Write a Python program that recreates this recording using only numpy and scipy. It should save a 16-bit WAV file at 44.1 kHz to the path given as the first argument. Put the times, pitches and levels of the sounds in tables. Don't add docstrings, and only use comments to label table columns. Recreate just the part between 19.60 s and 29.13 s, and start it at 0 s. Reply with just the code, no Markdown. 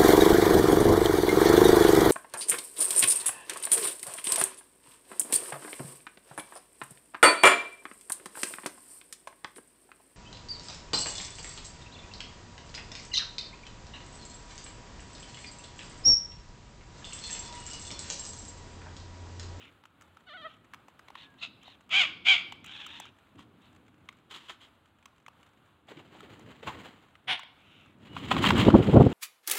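import sys
import numpy as np
from scipy import signal
from scipy.fft import rfft, irfft, next_fast_len
from scipy.io import wavfile
from scipy.ndimage import uniform_filter1d

SR = 44100
rng = np.random.default_rng(int(sys.argv[2]) if len(sys.argv) > 2 else 0)


def wav_out(sig):
    wavfile.write(sys.argv[1], SR, np.round(np.clip(np.atleast_2d(sig).T, -1, 1) * 32767).astype(np.int16))


N = 420273
T = np.arange(N) / SR

# frequency_hz, relative_db
YARD_SPECTRUM = [(18, -39.5), (30, -12.5), (97, 2.5), (156, -4.5), (284, -3.5), (399, -9.5), (1400, -7.5),
                 (1910, -16), (2910, -14.5), (3780, -19), (5450, -38.5), (7260, -30.5), (8720, -32),
                 (15500, -36.5)]
# frequency_hz, relative_db
PECK_SPECTRUM = [(600, -6), (1200, 6.5), (3200, 0), (5400, -16.5), (7300, -7), (11000, -25.5)]
YARD_DB = -65.5

# time_s, base_db
RUMBLE_LEVEL = [(0, -59), (.16, -73), (.69, -72), (.8, -61.5), (1.35, -70.5), (1.87, -62), (2.24, -71.5),
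                (2.35, -55), (3.51, -62), (3.63, -82), (3.77, -56.5), (4.1, -63.5), (4.9, -65),
                (5.0, -76.5), (6.22, -68.5), (6.4, -58), (7.25, -55.5), (7.55, -73.5), (8.3, -63)]
# time_s, base_db
DRAUGHT_LEVEL = [(8.3, -65.5), (8.4, -57), (8.68, -41), (8.76, -30), (8.892, -28.5), (8.984, -24),
                 (9.286, -31), (9.406, -29), (9.53, -32.5)]
# frequency_hz, relative_db
RUMBLE_SPECTRUM = [(25, -30.5), (50, -15), (85, 0), (150, -0.5), (300, 0), (450, -11), (800, -18.5),
                   (1500, -23.5)]
# centre_s, base_db, width_s
GUSTS = [(6.385, -54, .025), (6.72, -54, 0.027), (6.879, -50.5, 0.036), (7.08, -42, 0.017),
         (7.178, -48, 0.039), (7.71, -50.5, .03), (9.069, -14.5, 0.0044), (9.086, -6, .0043),
         (9.149, -5.5, .0083), (9.162, -15.5, .0071), (9.197, -16, .013), (9.29, -17.5, .01),
         (9.345, -12, .011), (9.371, -7.5, .011), (9.41, -7.5, .01), (9.443, -19, .011),
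         (9.467, -13.5, .0062)]
# frequency_hz, relative_db
BUFFET_SPECTRUM = [(25, -32.5), (55, -8.5), (120, 6), (170, 0.5), (330, -1.5), (500, -6), (800, -19.5),
                   (1400, -49.5), (2500, -72)]
# frequency_hz, relative_db
EDDY_SPECTRUM = [(200, -9.5), (500, 8.5), (950, 8.5), (1500, -9), (2500, -35), (6000, -57)]

# start_s, length_s, level_db, top_partial_hz
FAR_CALLS = [(-.09, 0.2, -54, 2898), (.87, 0.095, -59.5, 3200), (1.54, .14, -53, 3900),
             (1.775, .06, -58.5, 4000), (2.006, 0.16, -56.5, 3900), (3.03, 0.29, -45.5, 3450),
             (3.199, .31, -48.5, 3600), (3.99, 0.13, -68, 3990), (7.94, 0.42, -61, 2850)]
# frequency_hz, relative_db
FAR_THROAT = [(500, -24), (1100, -6), (2000, -6.5), (2800, 0), (3700, -3), (4500, -23), (7000, -23.5),
              (10000, -41.5)]
# start_s, length_s, start_hz, end_hz, level_db
WHISTLES = [(1.598, .2, 1710, 1600, -68), (7.779, 0.072, 2874, 2860, -59), (7.841, 0.027, 2990, 3650, -59),
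            (8.464, 0.19, 2860, 3000, -60)]
# frequency_hz, relative_db
ECHO_SPECTRUM = [(150, -15.0), (1000, 6), (3200, 1), (5000, 5), (12000, -31.5)]

# start_s, base_db, cavity_hz, snap_relative_db, treble_relative_db
CRACKS = [(.237, -50.5, 1050, -2, -26), (.254, -46, 1370, -8, -17), (.41, -50.5, 1340, -10, -11),
          (.42, -48.5, 1300, -12, -8), (.569, -44, 1270, -30, -35), (1.135, -37.5, 1280, -11, -30),
          (1.143, -42, 1250, -4.5, -14), (1.282, -45, 790, -10, -14), (1.392, -43.5, 1330, -17, -18),
          (1.483, -48, 860, 3.5, -16.5), (1.502, -42.5, 820, -20, -38), (1.553, -37.5, 1030, -5, -36),
          (2.031, -54, 1100, -8, -10), (2.079, -43.5, 820, -9, -32), (2.292, -49.5, 1120, -6, -11),
          (2.922, -38, 885, 3, -10.5), (3.043, -45.5, 1130, -4, -1), (3.061, -54, 900, 2, 3),
          (3.264, -38.5, 1300, -9, -8.5), (3.399, -36.5, 830, -13, -10.5), (3.454, -44.5, 1270, -15, -14.5),
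          (3.791, -45.5, 1120, -11, -24), (4.488, -40.5, 1205, 4, -16.5), (4.526, -55, 1330, -5.5, -13),
          (5.456, -46, 1125, 1.5, -8), (5.663, -45.5, 1260, -5, -18), (5.681, -41, 1120, -7, -24),
          (6.605, -41.5, 1280, -5.5, -19), (6.793, -49, 711, -23, -12), (7.553, -50.5, 1216, -3, -37),
          (7.793, -36.5, 1090, -11, -14), (7.832, -45.5, 826, 0.5, -24)]
# frequency_hz, relative_db
SNAP_SPECTRUM = [(1200, -14.5), (2200, 8.5), (3300, 3.5), (4500, -10), (6000, -23)]
# frequency_hz, relative_db
TICK_SPECTRUM = [(3500, -27), (6000, 5), (7400, 7), (10000, -10.5), (12500, -8.5), (15000, -10)]

# centre_s, half_width_s, pitch_hz, base_db, upper_harmonics_db
CHATTER_NOTES = [(.675, .02, 742, -50.5, -7), (.755, .022, 742, -42, -18.5), (.802, .019, 652, -47.5, -11),
                 (.86, 0.017, 648, -34.5, -30)]
# frequency_hz, relative_db
NASAL_THROAT = [(400, 3), (650, -3), (1350, 4.5), (2000, 1), (2550, -11), (3200, 2.5), (4200, -10),
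                (5200, -34), (6300, -33), (9000, -47)]
DRONE_HZ, DRONE_BASE_DB, DRONE_UPPER_DB = 590, -48.5, -5
CHATTER_START_S, CHATTER_ATTACK_S, CHATTER_HOLD_S, CHATTER_RELEASE_S = 0.6585, 0.024, 0.19, 0.013

# start_s, attack_s, hold_s, release_s, level_db, top_pitch_hz, pitch_sag_share,
# least_roughness (0-1), throat_hz, beak_hz, beak_db, sharpness_q, unfiltered_share
SCREECHES = [(1.806, 0.033, 0.0035, 0.016, -35, 680, .2, .8, 2600, 3900, -6, 15, .085),
             (2.292, .078, .045, .032, -20.6, 822.4, .35, .45, 2330, 3350, -4.5, 5.8, .09),
             (2.643, .056, .021, 0.033, -16.5, 777.4, .16, .45, 2300, 3306, -4.5, 10.1, 0.06)]
# frequency_hz, relative_db
SCREECH_THROAT = [(300, -23.5), (520, -3.5), (850, -1.5), (1150, 6.5), (1700, -5), (2300, -2.5), (3700, 3),
                  (4300, 1), (4900, -1.5), (5700, -12.5), (6700, -5.5), (9500, -29), (10500, -36),
                  (15000, -34)]
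# start_s, attack_s, hold_s, release_s, level_db, top_pitch_hz,
# pitch_sag_share, least_roughness (capped at 1)
SQUAWK = (7.669, .029, 0.03, 0.0242, -27, 760, 0.16, 1.1)
# frequency_hz, relative_db
RASP_THROAT = [(300, -23), (550, -15.5), (900, -2.5), (1300, -11), (1900, -2.5), (2700, -2), (3350, 2),
               (4500, -19.5), (5600, -24), (7300, -36), (9600, -27.5), (11000, -45), (15000, -49)]
CREST_SHARE, ARCH_S, CLEAR_S = 1.02, .062, .012

# start_s, hold_s, level_db
SCUFFS = [(3.77, 0.011, -57), (4.693, .002, -46), (4.732, 0.0072, -44.5), (4.79, 0.066, -59.5),
          (4.878, 0.0018, -43), (4.993, .035, -57.5)]
# frequency_hz, relative_db
HUSK_SPECTRUM = [(300, -2.5), (700, -13), (1100, -2), (2200, -6), (3300, 2.5), (4300, -11), (5500, -20.5),
                 (7200, -15.5), (10000, -29), (15000, -35)]
# start_s, hold_s, level_db
RUFFLES = [(6.272, .012, -50.5), (6.37, .01, -60), (6.44, 0.39, -64), (6.52, 0.088, -61), (6.69, .03, -57),
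           (6.85, 0.056, -57), (6.95, 0.47, -63), (7.018, .17, -57.5), (7.058, 0.018, -47.5),
           (7.226, .003, -52.5)]
# frequency_hz, relative_db
FEATHER_SPECTRUM = [(200, 1), (450, 2.5), (800, -1.5), (1200, -1.5), (2200, -3.5), (3200, -4.5),
                    (4500, -14.5), (5500, -28), (7200, -17.5), (10000, -33.5), (15000, -31)]
# start_s, hold_s, base_db
FLIGHT = [(8.39, 0.15, -59), (8.545, 0.13, -46), (8.69, 0.88, -44.5), (8.688, 0.1, -42),
          (8.808, 0.048, -27.5), (8.94, 0.055, -29.8), (9.22, 0.11, -48.5)]
# frequency_hz, relative_db
WING_SPECTRUM = [(200, 15.5), (450, -13), (1000, 3), (1700, -1.5), (3200, 3.5), (4300, -9.5), (5500, -30.5),
                 (7000, -23.5)]
# frequency_hz, relative_db
SWISH_SPECTRUM = [(3800, 5), (4800, 7), (5800, 0.5), (7300, 9.5), (10000, -8.5), (15500, -5)]
RUFFLE_ATTACK_S, RUFFLE_RELEASE_S = 0.019, 0.041
SCUFF_ATTACK_S, SCUFF_RELEASE_S = .026, 0.019
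FLIGHT_ATTACK_S, FLIGHT_RELEASE_S = 0.029, 0.031

# peak_s, level_db, decay_s, hollow_pitch_hz
CLAPS = [(4.759, -51, .012, 1100), (4.898, -37, 0.0059, 1040), (6.287, -50, .01, 600),
         (6.319, -42.5, .006, 396), (6.372, -44.5, .009, 297), (6.394, -49.5, .009, 866),
         (6.552, -50, .011, 770), (6.633, -48.5, .015, 472), (7.031, -41.5, .012, 495),
         (7.077, -31.5, .017, 907), (8.567, -30.5, .0055, 1110), (8.715, -17, .007, 1000),
         (8.767, -24, 0.00502, 1020), (8.842, -16, 0.00432, 1130), (8.856, -28, .006, 1195),
         (8.906, -12.5, .003, 1040), (8.967, -31, .015, 1180), (8.991, -29, .013, 1500),
         (9.051, -30, .005, 2780), (9.104, -24.5, .005, 1170)]
# frequency_hz, relative_db
SLAP_SPECTRUM = [(150, -8), (500, 1), (1200, 3), (3300, 7), (5500, -18.5), (7300, -13.5), (11000, -38),
                 (15000, -31)]
CLAP_RISE_SHARE = .3

TOP_HZ = 15800


def undb(db):
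    return 10 ** (np.asarray(db) / 20)


def unit(x):
    return x / np.sqrt(np.mean(x ** 2) + 1e-20)


def envelope(rows):
    times, levels_db = np.transpose(rows)
    outside = np.maximum(np.maximum(times[0] - T, T - times[-1]), 0)
    return undb(np.interp(T, times, levels_db)) * np.clip(1 - outside / 0.012, 0, 1)


def colour(x, points):
    hz, db = np.transpose(points)
    size = next_fast_len(len(x))
    log_f = np.log(np.arange(size // 2 + 1) * SR / size + 1)
    skirts = np.maximum(np.log(hz[0]) - log_f, 0) + np.maximum(log_f - np.log(hz[-1]), 0)
    response = undb(np.interp(log_f, np.log(hz), db) - 20 * skirts)
    return unit(irfft(rfft(x, size) * response, size)[:len(x)])


def noise(size=N):
    return rng.standard_normal(size)


def walk(rate):
    return unit(np.interp(T * rate, np.arange(N // 4), rng.uniform(-1, 1, N // 4)))


def ring(x, hz, q):
    return signal.lfilter(*signal.iirpeak(hz, max(q, .6), fs=SR), x)


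def burst(at, rise, decay):
    span = slice(max(int((at - 4 * rise) * SR), 0), int((at + 8 * decay) * SR))
    t = T[span] - at
    return span, np.exp(np.where(t < 0, -(t / rise) ** 2, -t / decay))


def swell(start, attack, hold, release):
    t = T - start
    onset = np.sin(np.pi / 2 * np.clip(t / attack, 0, 1)) ** 2
    return onset * np.exp(-np.clip((t - attack - hold) / release, 0, 20))


def even(x):
    return x / np.sqrt(np.abs(uniform_filter1d(x ** 2, size=700)) + 1e-9)


def grounded(x, lag, share):
    return (x + share * np.interp(T - lag, T, x)) / np.sqrt(1 + share ** 2)


def scattered(x):
    for lag in (29, 67, 107):
        taps = np.zeros(lag + 1)
        taps[0], taps[-1] = 1, -.5
        x = signal.lfilter(taps[::-1], taps, x)
    return x


def syrinx(hz, rough, jitter=0.052, flutter=0.31, hiss=0.61):
    phase = 2 * np.pi * np.cumsum(hz * (1 + jitter * rough * walk(650))) / SR
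    pulses = np.zeros(N)
    wraps = np.flatnonzero(np.diff(phase // (2 * np.pi)) > 0)
    late = phase[wraps + 1] % (2 * np.pi) / (phase[wraps + 1] - phase[wraps])
    pulses[wraps], pulses[wraps + 1] = late, 1 - late
    turbulence = noise() * (1 + np.cos(phase)) * hiss * rough
    return (unit(pulses - pulses.mean()) + turbulence) * np.exp(flutter * rough * walk(380))


def yard(peck_db=-76, peck_decay=0.0046):
    pecks = (rng.random(N) < 25 / SR) * np.exp(.5 * noise())
    pecks = signal.lfilter([1], [1, -np.exp(-1 / (peck_decay * SR))], pecks) * noise()
    open_air = colour(noise(), YARD_SPECTRUM) * undb(1.7 * walk(6.9))
    return undb(YARD_DB) * open_air + undb(peck_db) * colour(pecks, PECK_SPECTRUM)


def rumble_and_gusts(rumble_db=-1, waver_db=1.5, draught_db=1, buffet_db=-1.0, eddy_db=-6, push_db=3,
                     push_s=.0013):
    level = undb(rumble_db + waver_db * walk(9.9)) * envelope(RUMBLE_LEVEL)
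    level = level + undb(draught_db) * envelope(DRAUGHT_LEVEL)
    gust = np.sqrt(sum(undb(2 * db) * np.exp(-((T - at) / width) ** 2) for at, db, width in GUSTS))
    push = np.zeros(N)
    for at, db, width in GUSTS:
        inside = np.abs(T - at) < .01
        u = (T[inside] - at) / push_s
        push[inside] += undb(db + push_db) * (1 - 2 * u ** 2) * np.exp(-u ** 2)
    rumble = level * colour(noise(), RUMBLE_SPECTRUM)
    buffet = undb(buffet_db) * gust * even(colour(noise(), BUFFET_SPECTRUM))
    eddies = undb(eddy_db) * gust ** 1.98 * colour(noise(), EDDY_SPECTRUM)
    return rumble + push + buffet + eddies


def far_birds(core_db=-1):
    core_hz, gain, whistles = np.full(N, 2600.), np.zeros(N), np.zeros(N)
    for at, length, db, top_hz in FAR_CALLS:
        arch = np.sin(np.pi * np.clip((T - at) / length, 0, 1)).clip(0)
        call = undb(db) * arch ** 0.74
        core_hz = np.where(call > gain, top_hz * (.72 + .28 * arch), core_hz)
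        gain = np.maximum(gain, call)
    source = syrinx(core_hz / 4, 1, jitter=.075, flutter=.3, hiss=.7)
    core_phase = 2 * np.pi * np.cumsum(core_hz * (1 + .05 * walk(400))) / SR
    core = unit(walk(700) * np.sin(core_phase))
    waver = 1 + .016 * walk(350)
    for at, length, start_hz, end_hz, db in WHISTLES:
        inside = (T > at) & (T < at + length)
        u = (T[inside] - at) / length
        glide_hz = (start_hz + (end_hz - start_hz) * u) * waver[inside]
        tone = np.sin(2 * np.pi * np.cumsum(glide_hz) / SR)
        whistles[inside] += undb(db) * 2 * np.sin(np.pi * u) * tone
    return whistles + gain * unit(colour(source, FAR_THROAT) + undb(core_db) * core)


def echo(x, early_db=-15, early_t60=0.48, late_db=-23, late_t60=0.57):
    t = T[:int(1.5 * SR)]

    def tail(t60, onset):
        h = colour(noise(len(t)), ECHO_SPECTRUM) * undb(-60 * t / t60)
        h = h * np.clip(t / onset - .3, 0, 1)
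        return h / np.sqrt(np.sum(h ** 2)) / 2

    response = undb(early_db) * tail(early_t60, 0.005) + undb(late_db) * tail(late_t60, 0.084)
    return signal.fftconvolve(x, response)[:N]


def beaks(knock_db=-2, snap_db=1, knock_decay=0.0025, snap_decay=0.0023, tick_decay=0.0032):
    out, snap = np.zeros(N), colour(noise(), SNAP_SPECTRUM)
    tick = colour(noise() * np.exp(.7 * walk(1200)), TICK_SPECTRUM)
    for at, db, hz, snap_rel_db, tick_rel_db in CRACKS:
        span, gain = burst(at + 0.0014, .001, snap_decay)
        out[span] += undb(db + snap_db + snap_rel_db) * gain * snap[span]
        span, gain = burst(at + .002, 0.0017, tick_decay)
        out[span] += undb(db + tick_rel_db) * gain * tick[span]
        span, gain = burst(at + 0.0024, .0016, knock_decay)
        hollow = ring(noise(len(gain)), hz, 9.2) * gain
        out[span] += undb(db + knock_db) * unit(hollow) * np.sqrt(np.mean(gain ** 2))
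    return out


def chatter(lower_db=-4.0):
    hz, db, upper_db = DRONE_HZ, DRONE_BASE_DB, DRONE_UPPER_DB
    for at, width, note_hz, note_db, note_upper_db in CHATTER_NOTES:
        lift = np.exp(-np.abs((T - at) / width) ** 3)
        hz = hz + lift * (note_hz - DRONE_HZ)
        db = db + lift * (note_db - DRONE_BASE_DB)
        upper_db = upper_db + lift * (note_upper_db - DRONE_UPPER_DB)
    voice = colour(syrinx(hz, .21), NASAL_THROAT)
    voice = even(grounded(voice, lag=.0034, share=.22))
    upper = signal.sosfiltfilt(signal.butter(3, 2600, "high", fs=SR, output="sos"), voice)
    gain = undb(db) * swell(CHATTER_START_S, CHATTER_ATTACK_S, CHATTER_HOLD_S, CHATTER_RELEASE_S)
    return (unit(voice - upper) * undb(lower_db) + unit(upper) * undb(upper_db)) * gain


def screeches():
    hz, rough = np.full(N, DRONE_HZ * 1.), np.ones(N)
    for start, attack, hold, _, _, top_hz, sag, least_rough, *_ in SCREECHES + [SQUAWK]:
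        call = T >= start
        t = T[call] - start
        hz[call] = top_hz * (1 - sag * (1 - np.exp(-((t - CREST_SHARE * attack) / ARCH_S) ** 2)))
        clear = np.exp(-((t - attack - hold / 2) / (hold + CLEAR_S)) ** 2)
        rough[call] = 1 - (1 - min(least_rough, 1)) * clear
    source = syrinx(hz, rough, jitter=.065, flutter=.35, hiss=.45)
    flutter_phase = 2 * np.pi * np.cumsum(hz * (.36 + .1 * walk(160))) / SR
    source = scattered(source * (1 + .8 * rough * np.sin(flutter_phase)))
    start, attack, hold, release, db, *_ = SQUAWK
    out = even(colour(source, RASP_THROAT)) * undb(db) * swell(start, attack, hold, release)
    source = colour(source, SCREECH_THROAT)
    for start, attack, hold, release, db, *_, throat_hz, beak_hz, beak_db, q, share in SCREECHES:
        throat = ring(source, throat_hz, q)
        beak = undb(beak_db) * ring(source, beak_hz, q)
        voice = even(throat - beak + share * source)
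        out = out + voice * undb(db) * swell(start, attack, hold, release)
    return out


def feathers(flight_db=1, swish_db=-17.0, grain=0.28, beat_db=3):
    def scrape():
        return noise() * np.exp(grain * walk(900))

    def strokes(rows, attack, release):
        return sum(undb(db) * swell(start, attack, hold, release) for start, hold, db in rows)

    shuffle = colour(scrape(), FEATHER_SPECTRUM) * unit(undb(2 * walk(50)))
    shuffle = shuffle * strokes(RUFFLES, RUFFLE_ATTACK_S, RUFFLE_RELEASE_S)
    scuffs = colour(scrape(), HUSK_SPECTRUM) * strokes(SCUFFS, SCUFF_ATTACK_S, SCUFF_RELEASE_S)
    rush = undb(flight_db) * colour(scrape(), WING_SPECTRUM)
    rush = rush + undb(swish_db) * colour(scrape(), SWISH_SPECTRUM)
    wingbeats = unit(undb(beat_db * walk(110)))
    return shuffle + scuffs + rush * wingbeats * strokes(FLIGHT, FLIGHT_ATTACK_S, FLIGHT_RELEASE_S)


def claps(slap=0.32):
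    out, crack = np.zeros(N), colour(noise(), SLAP_SPECTRUM)
    for at, db, decay, hz in CLAPS:
        span, gain = burst(at, CLAP_RISE_SHARE * decay, decay)
        pocket = unit(ring(ring(noise(len(gain)), hz, 2.4), hz, 2.4))
        blow = gain * (.6 * pocket + slap * crack[span])
        out[span] += undb(db) * unit(blow) * np.sqrt(np.mean(gain ** 2))
    return out


def scene():
    close = chatter() + grounded(beaks() + feathers(), lag=0.001, share=.15)
    loud, far = screeches() + claps(), far_birds()
    reflected = echo(0.9 * close + loud + 0.69 * far)
    return (close + loud + far + reflected + rumble_and_gusts() + yard())[None]


def record(dry):
    x = signal.sosfilt(signal.butter(2, 45, "high", fs=SR, output="sos"), dry)
    x = x / (1 + x ** 6) ** (1 / 6)
    return signal.sosfilt(signal.ellip(10, .2, 70, TOP_HZ, fs=SR, output="sos"), x)


dry = scene()
out = record(dry)
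wav_out(out)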